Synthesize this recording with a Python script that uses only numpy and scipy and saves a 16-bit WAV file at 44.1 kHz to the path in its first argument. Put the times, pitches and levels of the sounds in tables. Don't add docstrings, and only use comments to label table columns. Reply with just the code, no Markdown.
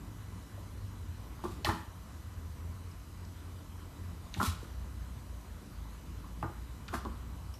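import sys
import numpy as np
from scipy import signal
from scipy.fft import rfft, irfft, next_fast_len
from scipy.io import wavfile
from scipy.ndimage import uniform_filter1d, map_coordinates

SR = 44100
rng = np.random.default_rng(int(sys.argv[2]) if len(sys.argv) > 2 else 0)


def amplitude_ratio(level_db):
    exponent = np.asarray(level_db, float) / 20
    return 10 ** exponent


def unload_wav(signal):
    wavfile.write(
        sys.argv[1],
        SR,
        np.round(np.clip(np.atleast_2d(signal).T, -1, 1) * 32767).astype(np.int16),
    )


N = 334968
T = np.arange(N) / SR

# [t/s, strength/dB]
CITY_STRENGTH = [(0.0, 1), (0.7, 0.5), (1.3, 1.5), (1.9, 0.5), (2.8, 0), (3.6, 0.5), (4.2, 0.5), (5.0, 0),
                 (5.9, -1), (6.6, 1.5), (7.2, 3), (7.6, 0)]
# [f/Hz, level/dB per Hz]
RUMBLE_COLOUR = [(16, -40), (28, -0.5), (75, 4), (99, -1), (140, -7), (180, -37), (310, -120)]
HUM_COLOUR = [(74, -48), (125, -10), (171, -0.5), (252, -7), (286, -7), (421, -12.5), (600, -20),
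              (780, -77), (1320, -120)]
TYRE_COLOUR = [(290, -38), (500, -2.5), (531, -10), (612, -2.5), (790, -4.5), (1020, 0.5), (1900, -9.5),
               (2500, -13.5), (3250, -21.5), (5500, -120)]
# [f/Hz, width/Hz, level/dB]
ROOM_MODES = [(54.1, 4.2, 4.5), (95, 10, -2), (171.2, 6.3, 4.5), (232, 14.4, 2.5), (287, 8.3, 4)]
# [t/s, firing f/Hz, level/dB]
FIRST_PULL = [
    (0.0, 100.7, -53),
    (0.42, 98.54, -56),
    (0.6, 104.5, -49),
    (0.93, 97.4, -43),
    (1.12, 89.5, -45),
    (1.5, 86.6, -61),
]
SECOND_PULL = [
    (1.9, 63, -67),
    (2.2, 74, -45),
    (2.4, 78.9, -43.5),
    (2.92, 90.2, -43.5),
    (3.2, 87.6, -48.5),
    (3.87, 88.14, -44),
    (4.03, 86.8, -38.5),
    (4.33, 81, -57.5),
]
THIRD_PULL = [
    (4.55, 62.1, -50),
    (5.02, 59.6, -40.5),
    (5.35, 58.7, -41),
    (5.5, 53.5, -39.5),
    (5.81, 52, -41),
    (6.0, 53, -45.5),
    (6.45, 55.9, -45.5),
    (7.0, 63.9, -40),
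    (7.6, 59.35, -46.5),
]
# [t/s, depth/dB, half length/s]
AIR_LULLS = [(.416, 11, 0.087), (0.988, 19, 0.057), (1.217, 10, .08), (2.11, 10, .06), (2.315, 17, .06),
             (2.563, 5, 0.057), (3.11, 10, 0.077), (3.956, 21, 0.064), (5.21, 10, 0.14), (5.445, 16, 0.073),
             (5.662, 25, .14), (5.89, 10, .06), (6.82, 10, 0.21)]
# [f/Hz, level/dB per Hz]
HISS_COLOUR = [(1060, -34), (1800, -13.5), (3070, -3), (3470, -4), (4100, -3), (4760, -6), (6180, -5.5),
               (10500, -9), (13400, -6.5), (14200, -14), (14600, -48)]
# [f/Hz, level/dB]
FOLDED_OVERTONES = [(11849, -95), (12845, -98), (13840, -82)]
# [t/s, peak level/dB, centre f/Hz]
FRAME_THUDS = [(.577, -47, 560), (1.437, -32.5, 324), (1.449, -33.5, 400), (1.658, -42, 322),
               (1.667, -31, 400), (1.6876, -30.5, 300), (1.706, -35, 188), (4.365, -35, 213),
               (4.401, -30.5, 196), (4.412, -30.5, 325), (4.427, -30.5, 199), (4.444, -40, 213),
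               (4.625, -41, 400), (4.644, -46.5, 386), (6.4267, -37.5, 385), (6.439, -35, 400),
               (6.460, -49, 398), (6.495, -42, 400), (6.925, -38.5, 320), (6.936, -34, 203),
               (6.939, -34.5, 350), (7.048, -35.5, 320), (7.058, -36, 250)]
# [f/Hz, width/Hz, level/dB]
FRAME_MODES = [(195.6, 40, 2.5), (250, 66, -3), (325, 28, -2), (400, 62, -7), (555, 72, -8)]
# [f/Hz, time to fall 60 dB/s]
ROOM_DECAY = [(100, 0.48), (500, 0.27), (1500, 0.48), (5000, 0.38), (12000, 0.12)]
# [t/s, peak level/dB, centre f/Hz]
PAD_KNOCKS = [(1.384, -45, 1045), (1.4367, -29.5, 910), (1.45, -30.5, 1000), (1.646, -27, 675),
              (1.659, -25.5, 1750), (1.666, -25.5, 1150), (1.678, -31, 1240), (1.6875, -21.5, 1000),
              (1.693, -27.5, 1820), (1.698, -24.5, 1080), (1.707, -28, 1060), (4.364, -43.5, 883),
              (4.396, -29, 1080), (4.401, -21, 1010), (4.411, -20, 1270), (4.427, -26, 920),
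              (4.444, -33, 1300), (4.635, -48, 1390), (6.240, -46, 1020), (6.4257, -24.5, 854),
              (6.4271, -44, 1800), (6.439, -33.5, 1110), (6.460, -45, 850), (6.883, -41, 1510),
              (6.926, -35, 1150), (6.936, -27.5, 704), (6.939, -27, 1370), (6.950, -34, 1650),
              (7.048, -38, 1050), (7.055, -32, 940)]
# [f/Hz, width/Hz, level/dB]
GLASS_MODES = [(627, 74, -3), (845, 84, -1), (1050, 95, 0), (1192, 60, 2), (1314, 57, 0.5),
               (1422, 63, -0.5), (1595, 65, -3), (1800, 77, -4.5), (2000, 220, -10), (2490, 54, -4.5)]
# [t/s, peak level/dB, centre f/Hz, width/Hz, time to fall 60 dB/s]
CLAW_TICKS = [(1.437, -47.5, 3500, 4000, .06), (1.6461, -20.5, 4050, 2430, 0.018),
              (1.6486, -23, 2880, 1500, 0.018), (1.653, -23, 2160, 1490, 0.02),
              (2.914, -50, 5400, 700, .03), (3.25, -49, 5200, 2500, 0.018),
              (4.3413, -27, 3800, 3000, 0.0053), (4.345, -35.5, 2000, 2000, .031),
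              (4.4302, -24.5, 5000, 12000, .0034), (6.4262, -40, 2410, 800, 0.018),
              (6.881, -37.5, 3970, 4000, 0.027), (6.8846, -37, 2190, 3000, .04),
              (7.05, -45, 3480, 4000, .02), (7.539, -44.5, 5450, 600, .022), (7.540, -49, 2840, 900, .022),
              (7.550, -50.5, 5630, 500, .06)]
# [peak t/s, level/dB, rise/dB per s, fall/dB per s]
FUR_STROKES = [
    (1.445, -56, 600, 120),
    (1.538, -61, 300, 900),
    (1.655, -42.5, 3002, 146),
    (4.411, -57, 900, 70),
    (4.465, -38, 210, 323),
    (4.644, -61, 300, 397),
    (6.943, -45, 900, 305),
]
# [f/Hz, level/dB per Hz]
FUR_COLOUR = [(1290, -15), (2200, -4), (4020, -1), (4960, -4.5), (5700, -5.5), (7960, -6.5), (8660, -6),
              (14000, -8.5)]
# [t/s, peak level/dB, f/Hz, time to fall 60 dB/s]
PANE_BOOMS = [
    (1.686, -25.5, 91, 0.14),
    (4.385, -28, 95, 0.089),
    (4.477, -24.5, 82.7, 0.21),
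    (6.434, -34, 95, 0.21),
    (6.434, -35, 131, 0.15),
    (6.897, -37, 70.4, 0.11),
]

CONTACT_S = 0.0042


def unit(x):
    return x / np.sqrt(np.mean(x ** 2) + 1e-20)


def along(points, hz):
    f, value = np.transpose(points)
    return np.interp(np.log(hz + 1), np.log(f + 1), value)


def wobble(rate):
    knots = rng.standard_normal(int(N * rate / SR) + 4)
    return map_coordinates(knots, [T * rate])


def filtered(x, response):
    size = next_fast_len(x.shape[-1] + 8192)
    spectrum = rfft(x, size) * response(np.fft.rfftfreq(size, 1 / SR))
    return irfft(spectrum, size)[..., :x.shape[-1]]


def rush(colour, patchy_db):
    z = signal.stft(rng.standard_normal(N + 512), nperseg=512)[2]
    patches = uniform_filter1d(rng.standard_normal(z.shape), size=5, axis=0)
    patches = uniform_filter1d(patches, size=12, axis=1)
    noise = signal.istft(z * amplitude_ratio(patchy_db * unit(patches)), nperseg=512)[1][:N]
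    return unit(filtered(noise, lambda f: amplitude_ratio(along(colour, f))))


def resonance(f, hz, width):
    return 1j * f * width / (hz * hz - f * f + 1j * f * width)


def body(modes, spread_db):
    gains = amplitude_ratio(spread_db * rng.standard_normal(len(modes)))
    gains = gains * (-1) ** np.arange(len(modes))

    def response(f):
        return sum(g * amplitude_ratio(db) * resonance(f, hz, width) for g, (hz, width, db) in zip(gains, modes))
    return response


def blow(length):
    t = T[:SR // 5]
    push = 0.079 * rng.standard_normal(len(t)) * np.exp(-t / max(length, 0.0005))
    push[0] = min(1, CONTACT_S / length)
    return push


def add(track, s, sound, peak_db):
    at = round(s * SR)
    scaled = amplitude_ratio(peak_db) * sound / np.abs(sound).max()
    track[at:at + len(sound)] += scaled[:len(track) - at]


def city():
    strength_db = np.interp(T, *np.transpose(CITY_STRENGTH))
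    swell = wobble(4.036)
    rumble_db = -48.5 + strength_db + swell + 0.95 * wobble(4.55)
    hum_db = -56.5 + 0.076 * strength_db + 0.81 * swell
    tyre_db = -60 + 0.098 * strength_db + 0.36 * swell
    rumble = amplitude_ratio(rumble_db) * rush(RUMBLE_COLOUR, patchy_db=1)
    hum = amplitude_ratio(hum_db) * rush(HUM_COLOUR, patchy_db=2.0)
    tyres = amplitude_ratio(tyre_db) * rush(TYRE_COLOUR, patchy_db=1.5)

    def room_lift(f):
        return 1 + sum(amplitude_ratio(db - 4.5) * resonance(f, hz, width) for hz, width, db in ROOM_MODES)
    return filtered(rumble + hum, room_lift) + tyres


def engine():
    out = np.zeros(N)
    lull_db = sum(depth * np.clip(1 - np.abs(T - s) / half, 0, 1) for s, depth, half in AIR_LULLS)
    pulls = [(FIRST_PULL, -9, -28, -26), (SECOND_PULL, -7, -26, -26), (THIRD_PULL, -30, -8, -24)]
    for pull, half_db, three_halves_db, twice_db in pulls:
        s, hz, db = np.transpose(pull)
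        firing_hz = np.interp(T, s, hz) * (1 + 0.0251 * wobble(9))
        turn = 2 * np.pi * np.cumsum(firing_hz) / SR
        tone = np.sin(turn) + amplitude_ratio(half_db) * np.sin(turn / 2)
        tone += amplitude_ratio(three_halves_db) * np.sin(3 * turn / 2) + amplitude_ratio(twice_db) * np.sin(2 * turn)
        fade = np.clip(np.minimum(T - s[0] + 0.11, s[-1] + 0.11 - T) / 0.15, 0, 1)
        level_db = np.interp(T, s, db) + 1.1 * wobble(7) + 1.1 * wobble(13) - lull_db
        out += fade * amplitude_ratio(level_db) * np.sqrt(2) * tone
    return out


def microphone_hiss():
    return amplitude_ratio(-64.1) * rush(HISS_COLOUR, patchy_db=1.8)


def clock_whine():
    lines = list(FOLDED_OVERTONES)
    for k in range(1, 13):
        odd_db = -1.5 if k % 2 and k > 4 else 0
        lines.append((k * 993.6, -77.5 - 0.5341 * k + odd_db))
    out = np.zeros(N)
    for hz, db in lines:
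        tone = np.sqrt(2) * np.sin(2 * np.pi * (hz * T + rng.random()))
        out += amplitude_ratio(db + 1.5 * wobble(3.02)) * tone
    return out


def frame_thuds():
    out = np.zeros(N)
    for s, db, hz in FRAME_THUDS:
        frame = body(FRAME_MODES, spread_db=3.5)
        thud = filtered(blow(0.0066), lambda f: frame(f) * resonance(f, hz, 0.8 * hz) ** 2)
        add(out, s, thud, db)
    return out


def room(x):
    out = np.zeros(N + SR)
    for at in range(0, N, SR // 8):
        hz, t, z = signal.stft(rng.standard_normal(SR // 2), SR, nperseg=256)
        decay = amplitude_ratio(-60 * t / along(ROOM_DECAY, hz)[:, None])
        tail = signal.istft(z * decay, SR, nperseg=256)[1]
        tail = np.pad(tail, (330, 0)) / np.linalg.norm(tail)
        wet = signal.fftconvolve(x[at:at + SR // 8], tail)
        out[at:at + len(wet)] += wet
    return out[:N]


def glass_knocks():
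    out = np.zeros(N)
    for s, db, hz in PAD_KNOCKS:
        glass = body(GLASS_MODES, spread_db=2.5)
        softness_db = -24.5 - db
        push = blow(CONTACT_S * amplitude_ratio(0.58 * softness_db))

        def response(f):
            dulling = 1 + 1j * f / (1.7 * hz)
            return glass(f) * resonance(f, hz, 0.56 * hz) ** 2 / dulling
        add(out, s, filtered(push, response), db)
    return out


def claw_ticks():
    out, t = np.zeros(N), T[:SR // 8]
    for s, db, hz, width, t60 in CLAW_TICKS:
        onset = 1 - np.exp(-t / (0.0051 * t60))
        crack = rng.standard_normal(len(t)) * amplitude_ratio(-60 * t / t60) * onset

        def response(f):
            return resonance(f, hz, width) ** 2 + amplitude_ratio(-19) * resonance(f, 15000, 9000)
        add(out, s, filtered(crack, response), db)
    return out


def fur_brush():
    level = sum(amplitude_ratio(db + np.minimum(rise * (T - s), fall * (s - T))) for s, db, rise, fall in FUR_STROKES)
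    grain_db = 1.8 * wobble(450) + 0.9 * wobble(90)
    return level * unit(amplitude_ratio(grain_db) * rush(FUR_COLOUR, patchy_db=0.3))


def pane_booms():
    out, t = np.zeros(N), T[:SR // 2]
    for s, db, hz, t60 in PANE_BOOMS:
        swell = 1 - np.exp(-t / 0.0039)
        add(out, s, np.sin(2 * np.pi * hz * t) * amplitude_ratio(-60 * t / t60) * swell, db)
    return out


def scene():
    outside = city() + engine()
    pads = frame_thuds() + glass_knocks() + fur_brush()
    claws = claw_ticks()
    echo = room(amplitude_ratio(-9) * claws + amplitude_ratio(-7.5) * pads)
    return (outside + pads + claws + echo + pane_booms())[None]


def top_cut(x):
    return signal.sosfilt(signal.butter(12, 14730, fs=SR, output="sos"), x)


def record(dry):
    wired = dry + microphone_hiss() + clock_whine()

    def limits(f):
        bass_cut = f ** 4 / (f ** 4 + 40.0 ** 4)
        return bass_cut / (1 + (f / 13980) ** 150)
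    return top_cut(filtered(wired, limits))


dry = scene()
out = record(dry)
unload_wav(out)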